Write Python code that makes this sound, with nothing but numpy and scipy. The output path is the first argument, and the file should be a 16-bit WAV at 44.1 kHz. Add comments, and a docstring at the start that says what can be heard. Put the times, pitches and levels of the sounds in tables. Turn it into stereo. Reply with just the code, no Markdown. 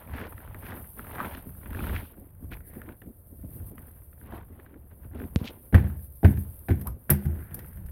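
"""Boots crunch through snow, stop on bare boards and stamp three times; a latch rattles and a door is jolted.
Snow is grainy noise and damped rings under a load curve; deck and door are ringing modes with slaps of noise.
Latch and spindle add steel noise, knocks and a rising squeak; a porch tail answers.
Wind and grip rumble on both ports of a handheld camera and knocks hit its shell, under a treble hiss
of clothes and air, mostly above 8 kHz, strongest near 12.6 kHz where the microphone resonates."""
import sys
import numpy as np
from scipy import signal
from scipy.fft import rfft, irfft, next_fast_len
from scipy.io import wavfile
from scipy.ndimage import uniform_filter1d, map_coordinates

SR = 44100
rng = np.random.default_rng(int(sys.argv[2]) if len(sys.argv) > 2 else 0)


def file_out(sig):
    """Save sig as 16-bit WAV at sys.argv[1]."""
    # one column per channel
    cols = np.atleast_2d(sig).T
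    # limit, then scale
    lim = np.clip(cols, -1, 1)
    pcm = np.round(lim * 32767).astype(np.int16)
    wavfile.write(sys.argv[1], SR, pcm)


def volts_from_db(level):
    """Convert decibel levels to linear amplitude ratios."""
    exponent = np.asarray(level, float) / 20
    return 10 ** exponent


N = 348988


def unit(x):
    """Scaled to rms 1."""
    return x / np.sqrt(np.mean(x ** 2) + 1e-20)


def stereo_noise():
    """Unrelated white noise for the two ports."""
    return rng.standard_normal((2, N))


def decay(t, t60_s):
    """Exponential fall of 60 dB in t60_s."""
    return volts_from_db(-60 * t / t60_s)


def onset(t, rise_s):
    """Exponential approach to 1 with time constant rise_s."""
    return 1 - np.exp(-t / rise_s)


def along(points, hz):
    """Points of frequency and value read on a log frequency axis."""
    f, v = np.transpose(points)
    return np.interp(np.log(hz + 1), np.log(f + 1), v)


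def curves(rows):
    """One value per sample for each column after the time."""
    s, *cols = np.transpose(rows)
    return [np.interp(np.arange(N) / SR, s, c) for c in cols]


def wobble(rate_hz):
    """Smooth random curve for each port, rate_hz knots a second (below 60)."""
    knots = rng.standard_normal((2, int(N * 60 / SR) + 4))
    return np.array([map_coordinates(k, [np.arange(N) * rate_hz / SR]) for k in knots])


def filtered(x, response):
    """x times a complex response of frequency."""
    m = next_fast_len(x.shape[-1] + 8192)
    return irfft(rfft(x, m) * response(np.fft.rfftfreq(m, 1 / SR)), m)[..., :x.shape[-1]]


def coloured(x, spectrum):
    """x shaped by the given spectrum, rms 1."""
    return unit(filtered(x, lambda hz: volts_from_db(along(spectrum, hz))))


def resonance(hz, width_hz):
    """Causal response of one damped mode."""
    return lambda f: 1j * f * width_hz / (hz * hz - f * f + 1j * f * width_hz)


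def sides(pan_db):
    """Column of left and right gains, pan_db apart."""
    return volts_from_db(np.array([[pan_db / 2], [-pan_db / 2]]))


def add(track, s, sound):
    """Mix a sound in at time s."""
    part = track[..., round(s * SR):][..., :sound.shape[-1]]
    part += sound[..., :part.shape[-1]]


# likeness of the two ports: freq_hz, correlation (0-1)
PORT_LIKENESS = [(60, 0.027), (150, 0.1), (380, 0.74), (950, 0.093), (2380, 0.12), (5980, 0.0082),
                 (15000, 0.01)]


def paired(pair):
    """Two unrelated signals mixed, as sum and difference, to the likeness of the two ports."""
    def mid_side(hz):
        turn = np.arccos(np.clip(along(PORT_LIKENESS, hz), -1, 1)) / 2
        return np.array([np.cos(turn), np.sin(turn)])

    mid, side = filtered(pair, mid_side)
    return np.array([mid + side, mid - side])


def grainy(rate_hz, spread_db, life_s):
    """Noise in short bursts of uneven size, timed alike at both ports."""
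    hits = rng.random(N) < rate_hz / SR
    sizes = hits * volts_from_db(spread_db * rng.exponential(1, N).clip(0, 4))
    shape = signal.lfilter([1], [1, -np.exp(-1 / (life_s * SR))], sizes)
    return paired(shape * stereo_noise())


# quiet street: freq_hz, relative_db
STREET_SPECTRUM = [(180, -23), (300, 4.5), (411, -3.5), (520, 1.5), (774, -7.5), (1920, -19), (7170, -72.5),
                   (8000, -68), (10400, -29), (17600, -120)]


def street():
    """Steady coloured noise of a quiet street."""
    return volts_from_db(-65.5) * coloured(paired(stereo_noise()), STREET_SPECTRUM)


# boots taking weight, shifting, turning: full_load_s, loading_s, unloading_s, crunch_db, thud_db
STEPS = [(0.0, .05, .15, -49, -54), (0.2, 0.16, 0.15, -42, -43), (0.45, 0.22, 0.75, -53.5, -66),
         (0.709, 0.11, 0.18, -45.5, -41.5), (0.99, 0.05, 0.18, -53, -56), (1.232, 0.22, 0.21, -38.5, -51),
         (1.52, 0.13, 0.049, -61.5, -49), (1.75, 0.24, 0.6, -53.5, -48), (1.949, 0.32, 0.11, -42, -40),
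         (2.2, 0.084, 0.082, -87, -48.5), (2.44, 0.06, 0.09, -64.5, -47.5), (2.528, .03, 0.076, -50, -46.5),
         (2.75, .1, 0.19, -59.5, -43.5), (2.9, 0.11, 0.073, -55.5, -45), (3.04, 0.015, 0.11, -66.5, -41.5),
         (3.43, 0.15, 0.043, -81, -47), (3.67, 0.42, 0.21, -63, -49), (3.8, 0.066, 0.37, -62, -59),
         (4.362, 0.17, 0.093, -47.5, -43.5), (4.62, 0.28, 0.36, -61.5, -49),
         (4.919, 0.028, 0.039, -61.5, -47), (5.051, 0.095, 0.054, -61, -47), (5.2, 0.1, 0.13, -49.5, -38),
         (5.45, 0.13, 0.17, -48.5, -41.5), (5.66, .08, 0.082, -65, -51.5), (5.86, .1, 0.18, -53.5, -51),
         (6.37, 0.16, 0.56, -61.5, -57.5), (6.8, 0.087, 0.24, -60.5, -43), (7.3, 0.3, 0.27, -57, -45),
         (7.57, 0.13, 0.27, -57, -47), (7.85, .15, 0.27, -63.5, -60)]


def load():
    """Gains of crunch and thud: each step is 20 dB down a loading or unloading time from full load."""
    s, rise_s, fall_s, crunch_db, thud_db = np.transpose(STEPS)[..., None]
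    t = np.arange(0, N / SR + .01, .002)
    away = np.abs((t - s) / np.where(t < s, rise_s, fall_s))
    gains = []
    for db in (crunch_db, thud_db):
        steps = volts_from_db(db - 20 * away ** 1.51)  # exponent 1 = pointed load, 2 = bell
        total = np.sqrt(np.sum(steps ** 2, axis=0))
        gains.append(np.interp(np.arange(N) / SR, t, total))
    return gains


# wind on the ports and treble hiss: time_s, wind_db, hiss_db
AIR = [(0.0, -43, -55), (0.5, -34.5, -56), (0.75, -45.5, -48), (1.2, -36.5, -48.5), (1.6, -38.5, -52.5),
       (1.95, -28.5, -48.5), (2.1, -44, -55.5), (2.35, -43.5, -60), (2.58, -29.5, -53), (2.75, -51, -55.5),
       (3.2, -44.5, -59.5), (3.62, -34.5, -51), (3.85, -45.5, -53.5), (4.2, -42, -59.5), (4.75, -48.5, -64),
       (5.25, -38.5, -57), (5.7, -54.5, -54.5), (5.95, -47, -53.5), (6.25, -46, -51.5), (6.4, -38, -48),
       (6.7, -49.5, -50), (6.9, -34.5, -60.5), (7.14, -54, -54.5), (7.3, -32.5, -54), (7.6, -42, -55),
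       (7.91, -28.5, -56.5)]
# rumble of wind and grip: freq_hz, relative_db
BUFFET_SPECTRUM = [(12, -17.5), (20, 2.5), (47, 0), (70, 2.5), (86, 0.5), (119, -8.5), (200, -17),
                   (260, -54), (440, -120)]


def wind_and_grip():
    """Low noise in gusts, unrelated at the two ports; each thud also shakes the grip."""
    (wind_db, _), (_, thud_gain) = curves(AIR), load()
    buffet = unit(volts_from_db(2.36 * wobble(14)) * coloured(stereo_noise(), BUFFET_SPECTRUM))
    gain = volts_from_db(wind_db + 1.2 * wobble(6)[0]) + volts_from_db(0.5) * thud_gain
    return gain * buffet * sides(4.95)


# treble of clothes and air, mostly above 8 kHz: freq_hz, relative_db
HISS_SPECTRUM = [(4290, -26.5), (7300, -33.5), (7610, -45), (8140, -15), (8750, -9.5), (12600, 2),
                 (15200, -4.5), (15800, -7), (16300, -29), (16500, -81)]


def clothes_and_air():
    """Treble noise, part grains and part flicker; each crunch stirs the clothes."""
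    (_, hiss_db), (crunch_gain, _) = curves(AIR), load()
    grains = 0.62 * unit(grainy(rate_hz=210, spread_db=1.5, life_s=0.0022))
    flicker = volts_from_db(3.7 * wobble(25)) * stereo_noise()
    gain = volts_from_db(hiss_db) + volts_from_db(-17.5) * crunch_gain
    return gain * coloured(grains + flicker, HISS_SPECTRUM) * sides(5.1)


# knocks on the camera body: start_s, level_db, click_relative_db
TAPS = [(1.469, -20.5, -32), (2.426, -23, -34), (3.447, -18.5, -42), (5.36, 1.5, 0), (5.4142, -9, -36)]
# camera body in the hand: mode_hz, relative_db, t60_s
SHELL_MODES = [(75.5, -1.5, 0.067), (207, 1, 0.018), (475, -31, 0.12)]


def taps():
    """A knock on the shell shakes the two ports in opposite directions, the left far more."""
    out, t = np.zeros(N), np.arange(SR // 10) / SR
    ring = np.zeros(len(t))
    for hz, level_db, t60_s in SHELL_MODES:
        recoil = np.pi * (hz < 150)  # the hand recoils
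        ring += volts_from_db(level_db) * decay(t, t60_s) * np.cos(2 * np.pi * hz * t - recoil)
    for s, db, click_db in TAPS:
        click = volts_from_db(click_db) * decay(t, 0.00064) * np.sin(2 * np.pi * 2600 * t)
        add(out, s, volts_from_db(db) * (ring * onset(t, 0.0003) + click))
    return out * np.array([[1], [-.27]])


# slides of sole, sleeve, door seal: start_s, length_s, level_db, centre_hz, width_hz (per filter pass), left_right_db
SLIDES = [(0.114, 0.19, -43, 1640, 1660, 1), (0.609, 0.19, -48, 1580, 2000, 0),
          (1.178, 0.082, -33, 1250, 756, -3), (1.252, 0.2, -56, 2670, 2600, 2),
          (1.696, 0.46, -54, 2900, 2130, 8), (1.93, 0.1, -38.5, 1850, 1510, -0.5),
          (2.505, 0.061, -49, 2080, 1890, 2), (2.588, 0.42, -62, 1800, 700, 0),
          (4.299, 0.13, -47.5, 830, 700, -2.2), (5.363, 0.08, -62, 2960, 4000, 14),
          (5.432, 0.092, -46, 2970, 2980, 11), (7.146, 0.79, -59, 1560, 1070, -5)]


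def slides():
    """Rubbing noise in one broad resonance, passed three times, with a quick rise and a slower fall."""
    out = np.zeros((2, N))
    for s, length_s, db, hz, width_hz, pan_db in SLIDES:
        u = np.arange(0, 1, 1 / (length_s * SR))
        band = resonance(hz, width_hz)
        grit = .4 + unit(uniform_filter1d(rng.exponential(1, SR) ** 4, size=130))  # catches unevenly
        noise = grit * rng.standard_normal((2, SR))
        rub = unit(filtered(noise, lambda f: band(f) ** 3))[:, :len(u)]
        swell = np.sin(np.pi * u ** 0.73) ** 1.4
        add(out, s, volts_from_db(db) * swell * rub * sides(pan_db))
    return out


def crushing(rate_hz, spread_db, sharpness):
    """Snow grains: nine bands of bursts, each ringing briefly at its own pitch."""
    total = np.zeros((2, N))
    for hz in np.geomspace(500, 4500, num=9):
        bursts = grainy(rate_hz, spread_db, life_s=0.0028)
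        total += unit(filtered(bursts, resonance(hz, hz / sharpness))) * np.sqrt(hz)
    return total


# dull thud: freq_hz, relative_db
THUD_SPECTRUM = [(71, -16), (120, -11), (226, 4), (398, -7), (478, -9.5), (800, -20.5), (1040, -66),
                 (1760, -120)]
# snow packing: freq_hz, relative_db
CRUNCH_SPECTRUM = [(210, -18), (350, -5.5), (573, -6.5), (976, -6), (1230, -12), (1400, -12), (3400, -25),
                   (4580, -36.5), (7410, -43), (7800, -39.5), (10100, -58), (17200, -120)]


def boots():
    """Under the load of each step, boots thud in dull grains and pack the snow in bright ones."""
    crunch_gain, thud_gain = load()
    thud = coloured(grainy(rate_hz=90, spread_db=0, life_s=0.0099), THUD_SPECTRUM)
    packing = unit(crushing(rate_hz=270, spread_db=4, sharpness=2.1)) + 0.5 * paired(stereo_noise())
    return thud_gain * thud * sides(1.2) + crunch_gain * coloured(packing, CRUNCH_SPECTRUM)


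def crackle(count):
    """Rows of further breaks at random moments, their level following the crunch around them."""
    snow_ends_s = 5.3  # boots reach bare boards
    s = rng.random(count) * snow_ends_s
    size, pitch, side = rng.standard_normal((3, count))
    crunch_db = 20 * np.log10(load()[0][(s * SR).astype(int)] + 1e-9)
    db = crunch_db + 9 + 3 * size
    hz = 1300 * np.exp(.3 * pitch)
    return list(zip(s, db, hz, np.full(count, -15), 4 * side))


# crust breaks and creaks at set moments: start_s, level_db, ring_hz, treble_relative_db, left_right_db
SNAPS = [(0.188, -43, 1360, -16, -5), (0.214, -30, 1770, -10, 1), (0.324, -39.5, 905, -21, 12),
         (0.379, -35.5, 2000, -15, -2), (0.476, -38.5, 1150, -16, 5), (0.403, -41.5, 790, -23, -2),
         (0.545, -31, 1470, -3, 6), (0.993, -30, 1290, -12, 2), (1.11, -32, 1000, -19, -1.5),
         (1.142, -41, 826, -27, 13), (1.194, -32.5, 1420, -23.5, -10), (1.371, -32, 1550, 2, 1),
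         (1.614, -48.5, 1100, -8, -9.5), (1.632, -40, 1020, -13, 5), (1.659, -32, 1660, -21, 2),
         (1.705, -30, 1530, 1, 2), (1.731, -37, 1300, -12, -10), (1.77, -34.5, 1480, -12, 0),
         (1.791, -28, 2400, -12, 7), (1.748, -28.5, 1670, 0, 1), (1.805, -28, 1220, 2.5, -4),
         (1.84, -30, 1040, -14, 10), (1.868, -27.5, 918, -0.5, -7), (1.895, -25.5, 940, -26, -4.5),
         (1.944, -37, 1680, -21, 15), (2.518, -32.5, 1740, 3, -1), (2.605, -44, 1920, -8, 0),
         (2.737, -43.5, 1180, 12, 2), (2.817, -32.5, 1830, 4, -1), (2.86, -47, 1920, -9, 4),
         (2.889, -35.5, 1840, -4, -6), (2.922, -45, 2230, -8, 2), (3.018, -36, 1830, 3, -3),
         (3.78, -36, 1920, -21, -7), (4.129, -47, 1370, -9, -1), (4.213, -46, 900, -3, 3),
         (4.324, -41, 930, -21, 2), (4.598, -43, 1280, -23, 7), (4.663, -43, 1610, -21, -2),
         (4.741, -44.5, 1450, -16, -4), (4.913, -49, 920, -9, 2), (5.045, -44.5, 1180, -11, 1.2),
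         (5.148, -40.5, 860, 1, 8), (5.2, -45, 2400, -15, 4), (5.217, -37, 830, -9, -5)]
# crust breaking: freq_hz, relative_db
TICK_SPECTRUM = [(300, -6.5), (700, -3), (1500, 12.5), (2600, -2.5), (4000, -16.5), (5200, -36.5),
                 (7500, -25)]


def snaps():
    """Each break is a short damped ring at its own pitch, a broad tick, a spit of treble and a dull settling."""
    out, t = np.zeros((2, N)), np.arange(SR // 12) / SR
    port_phase = np.array([[.4], [-.4]])
    for s, db, hz, treble_db, pan_db in SNAPS + crackle(count=150):
        noise = rng.standard_normal((3, 2, len(t)))
        ring = 0.7 * decay(t, 0.011) * np.sin(2 * np.pi * hz * t + port_phase)
        tick = 0.9 * (decay(t, 0.011) + .15 * decay(t, 0.07)) * coloured(noise[0], TICK_SPECTRUM)
        spit = volts_from_db(treble_db) * decay(t, 0.0043) * coloured(noise[1], HISS_SPECTRUM)
        settle = 0.5 * onset(t, 0.0029) * decay(t, 0.071) * coloured(noise[2, 0], THUD_SPECTRUM)
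        snap = onset(t, 0.00062) * (ring + tick + spit + settle)
        add(out, s, volts_from_db(db) * snap * sides(pan_db))
    return out


# handle spindle: start_s, length_s, level_db, first_hz, last_hz
SQUEAK = [(6.851, 0.0434, -39, 826, 1164)]


def squeak():
    """The spindle slips faster as the handle turns: a short, unsteady rising tone."""
    s, length_s, db, first_hz, last_hz = SQUEAK[0]
    out, u = np.zeros(N), np.arange(0, 1, 1 / (length_s * SR))
    shake = unit(uniform_filter1d(rng.standard_normal(SR // 5), size=60))[:len(u)]
    pitch_hz = (first_hz + (last_hz - first_hz) * u) * (1 + 0.2 * shake)
    tone = np.sin(2 * np.pi * np.cumsum(pitch_hz) / SR)
    add(out, s, volts_from_db(db + 1.5 * shake) * np.sin(np.pi * u) * tone)
    return out


# handle and latch: start_s, level_db, knock_relative_db, fall_20db_s, knock_hz
LATCH = [(6.811, -29, -15, 0.012, 1770), (6.87, -16.5, -13, 0.0066, 1210), (6.906, -43, -16, 0.0074, 1530),
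         (7.101, -1.5, -18.5, 0.011, 1850), (7.253, -40.5, -1, 0.015, 1540),
         (7.543, -19.5, -20.5, 0.0097, 1560), (7.59, -28, -4, 0.0071, 1650),
         (7.66, -32.5, -16, 0.0037, 1570), (7.682, -36, -29, 0.0071, 1500), (7.73, -38, -19, 0.0071, 1590),
         (7.86, -39, -14, 0.013, 1600)]
# latch rattle: freq_hz, relative_db
STEEL_SPECTRUM = [(1760, -41), (3000, -33), (4290, -22.5), (4910, -16), (7480, -28), (8320, -10.5),
                  (13000, 6.5), (15300, -7.5), (16000, -6), (16500, -44)]
# small steel part ringing on: mode_hz, relative_db, t60_s
STEEL_PARTS = [(11500, -22.5, 0.14)]


def latch():
    """Loose steel parts rattle for a moment, knock the hollow lock case and ring on."""
    out, t = np.zeros(N), np.arange(SR // 4) / SR
    for s, db, knock_db, fall_s, knock_hz in LATCH:
        noise = rng.standard_normal((2, len(t)))
        swell = onset(t, 0.0026) * (volts_from_db(-20 * t / fall_s) + 0.015 * decay(t, 0.099))
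        rattle = coloured(noise[0], STEEL_SPECTRUM)
        knock = unit(filtered(noise[1], resonance(knock_hz, knock_hz / 2.7)))
        add(out, s, volts_from_db(db) * swell * (rattle + volts_from_db(knock_db) * knock))
        for hz, level_db, t60_s in STEEL_PARTS:
            strength = volts_from_db(db + level_db + rng.normal(0, 1.3))
            add(out, s, strength * decay(t, t60_s) * np.sin(2 * np.pi * hz * t))
    return out


# loose boards clattering after a contact: delay_s, relative_db
BOUNCE = [(0, 3.5), (.007, -2.5), (0.018, -14.5), (0.034, -21)]
# sole on wood: freq_hz, relative_db
SLAP_SPECTRUM = [(290, -2), (500, -4.5), (664, -4.5), (1280, -15.5), (1610, -4.5), (2740, -19), (3170, -22),
                 (3670, -26), (5040, -42), (7500, -64), (9750, -86), (16500, -120)]


def blows(rows, modes, spread_db):
    """A soft push rings the wooden modes, each swelling over about a cycle; the contact slaps and spits."""
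    boom, slap, t = np.zeros(N), np.zeros(N), np.arange(SR * 3 // 4) / SR
    hz, level_db, t60_s = np.transpose(modes)[..., None]
    upper = hz > 150
    swell = onset(t, .9 / hz)
    clatter = np.zeros(len(t))
    for delay_s, db in BOUNCE:
        clatter += volts_from_db(db) * decay((t - delay_s).clip(0), 0.024) * (t >= delay_s)
    for s, db, slap_db, soft_ms, bass_db in rows:
        chance, noise = rng.standard_normal((2, *hz.shape)), rng.standard_normal((2, len(t)))
        # a light touch hardly moves the joists
        strength = volts_from_db(level_db + np.where(upper, spread_db * chance[0], bass_db))
        pitch_hz = hz * (1 + 0.0244 * upper * chance[1])  # another board, another pitch
        ring = np.sum(strength * swell * decay(t, t60_s) * np.sin(2 * np.pi * pitch_hz * t), axis=0)
        push = np.exp(-t[:SR // 20] * 1000 / soft_ms)  # a longer push drives the upper modes less
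        add(boom, s, -volts_from_db(db) * signal.fftconvolve(ring, push / push.sum())[:len(t)])

        contact_s = s + .0035 * (bass_db > -6)  # later when the bass is strong
        rattle = unit(uniform_filter1d(rng.exponential(1, len(t)) ** 4, size=150))  # uneven knocks
        envelope = onset(t, 0.00034) * (clatter + 0.091 * decay(t, 0.47) * rattle)
        add(slap, contact_s, volts_from_db(slap_db) * envelope * coloured(noise[0], SLAP_SPECTRUM))
        spit_db = -25 + 0.61 * slap_db  # treble grows more slowly than the slap
        add(slap, contact_s, volts_from_db(spit_db) * decay(t, 0.083) * coloured(noise[1], HISS_SPECTRUM))
    return boom, slap


# door leaf jolted: start_s, boom_db, slap_db, softness_ms, bass_db
JOLTS = [(7.095, -18.5, -26, 0.36, -6), (7.103, -11.5, -20.5, 0.87, 1.2), (7.251, -12, -47, 2.67, 3.5),
         (7.289, -19.5, -66, 2.5, 3), (7.506, -35, -44, 0.64, 1), (7.625, -44, -59, 1.6, 10.5),
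         (7.772, -28.5, -48.5, 2.5, -9), (7.886, -25, -50, 11, -8)]
# door leaf: mode_hz, relative_db, t60_s
DOOR_MODES = [(78.6, 1, 0.26), (143, 1.5, 0.18), (201.3, -7, 0.4), (345.7, -11.5, 0.32), (544, -36.5, 0.09),
              (636, -23, 0.15), (804, -15, 0.18)]


def door():
    """Boom and slap of the jolted leaf."""
    return blows(JOLTS, DOOR_MODES, spread_db=1.0)


# boots on the boards, toe then heel: start_s, boom_db, slap_db, softness_ms, bass_db
STAMPS = [(5.726, -8, -38, 0.35, -11.5), (5.741, 1.5, -14.5, 3, 0.6), (5.839, -28, -39, 2.1, 2),
          (6.231, -5, -36, 0.24, -35), (6.243, -2.5, -18, 1.1, -0.5), (6.37, -17.5, -60, 1.5, -5),
          (6.685, -11, -28.5, 0.27, -14), (6.702, -11.5, -28.5, 0.52, 0)]
# deck: mode_hz, relative_db, t60_s
DECK_MODES = [(64.6, -17, 0.78), (89.8, 11, 0.12), (81.33, -12, 0.73), (108, -16, 0.62), (137.1, -13, 0.52),
              (201, -14, 0.43), (210.2, -18.5, 0.27), (266.2, -13.5, 0.24), (334.6, -15, 0.21),
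              (399.6, -19.5, 0.17), (562, -28, 0.086), (677, -21, 0.12), (793, -22.5, 0.15)]


def deck():
    """Boom and slap of boots stamping on boards."""
    return blows(STAMPS, DECK_MODES, spread_db=2.0)


# port levels near the door: freq_hz, left_right_db
PORT_LEVELS = [(60, 0.5), (300, 2), (500, 0), (800, -2), (1400, -9.5), (2500, 1.5), (5000, 3), (9000, 4),
               (15000, 1.5)]
# port phases near the door: freq_hz, left_lead_rad
PORT_LEAD = [(60, .05), (300, .05), (500, 0.4), (1000, 1.42), (2000, 1.9), (4000, 1.93), (8000, 1.57),
             (16400, 2)]


def at_ports(x):
    """A mono source reaches the ports with different level and phase, half the difference on each."""
    def split(hz):
        difference = np.log(volts_from_db(along(PORT_LEVELS, hz))) + 1j * along(PORT_LEAD, hz)
        return np.exp(np.outer([.5, -.5], difference))

    return filtered(x, split)


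# porch decay: freq_hz, t60_s
PORCH_DECAY = [(150, 1), (600, 0.23), (1600, 0.21), (4000, 0.25), (12000, .15)]


def porch(x):
    """Walls and roof answer 200 samples late; each frequency dies at its own speed."""
    hz, t, z = signal.stft(rng.standard_normal((2, SR // 2)), SR, nperseg=256)
    fading = z * decay(t, along(PORCH_DECAY, hz)[:, None])
    tail = signal.istft(fading, SR, nperseg=256)[1]
    tail /= np.linalg.norm(tail[0])
    return signal.fftconvolve(np.pad(x, (200, 0))[None], tail, axes=1)[:, :N]


def scene():
    """Steps in the snow, then deck and door inside the porch."""
    background = street() + wind_and_grip() + clothes_and_air() + taps()
    snow = boots() + snaps()
    (deck_boom, deck_slap), (door_boom, door_slap) = deck(), door()
    boom = deck_boom + door_boom
    sharp = deck_slap + door_slap + latch() + squeak()
    reverb = porch(volts_from_db(-11.5) * sharp + volts_from_db(-33) * boom)
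    return background + snow + slides() + at_ports(boom + sharp) + reverb


def roll_off(x):
    """The treble ends steeply here."""
    return signal.sosfilt(signal.butter(12, 16790, fs=SR, output="sos"), x)


def record(dry):
    """The microphone drops the deepest bass (three 36 Hz poles); peaks round off at full scale."""
    heard = filtered(dry, lambda hz: (1j * hz / (36 + 1j * hz)) ** 3)
    rounded = heard / (1 + np.abs(heard) ** 8) ** (1 / 8)
    return roll_off(rounded)


dry = scene()
out = record(dry)
file_out(out)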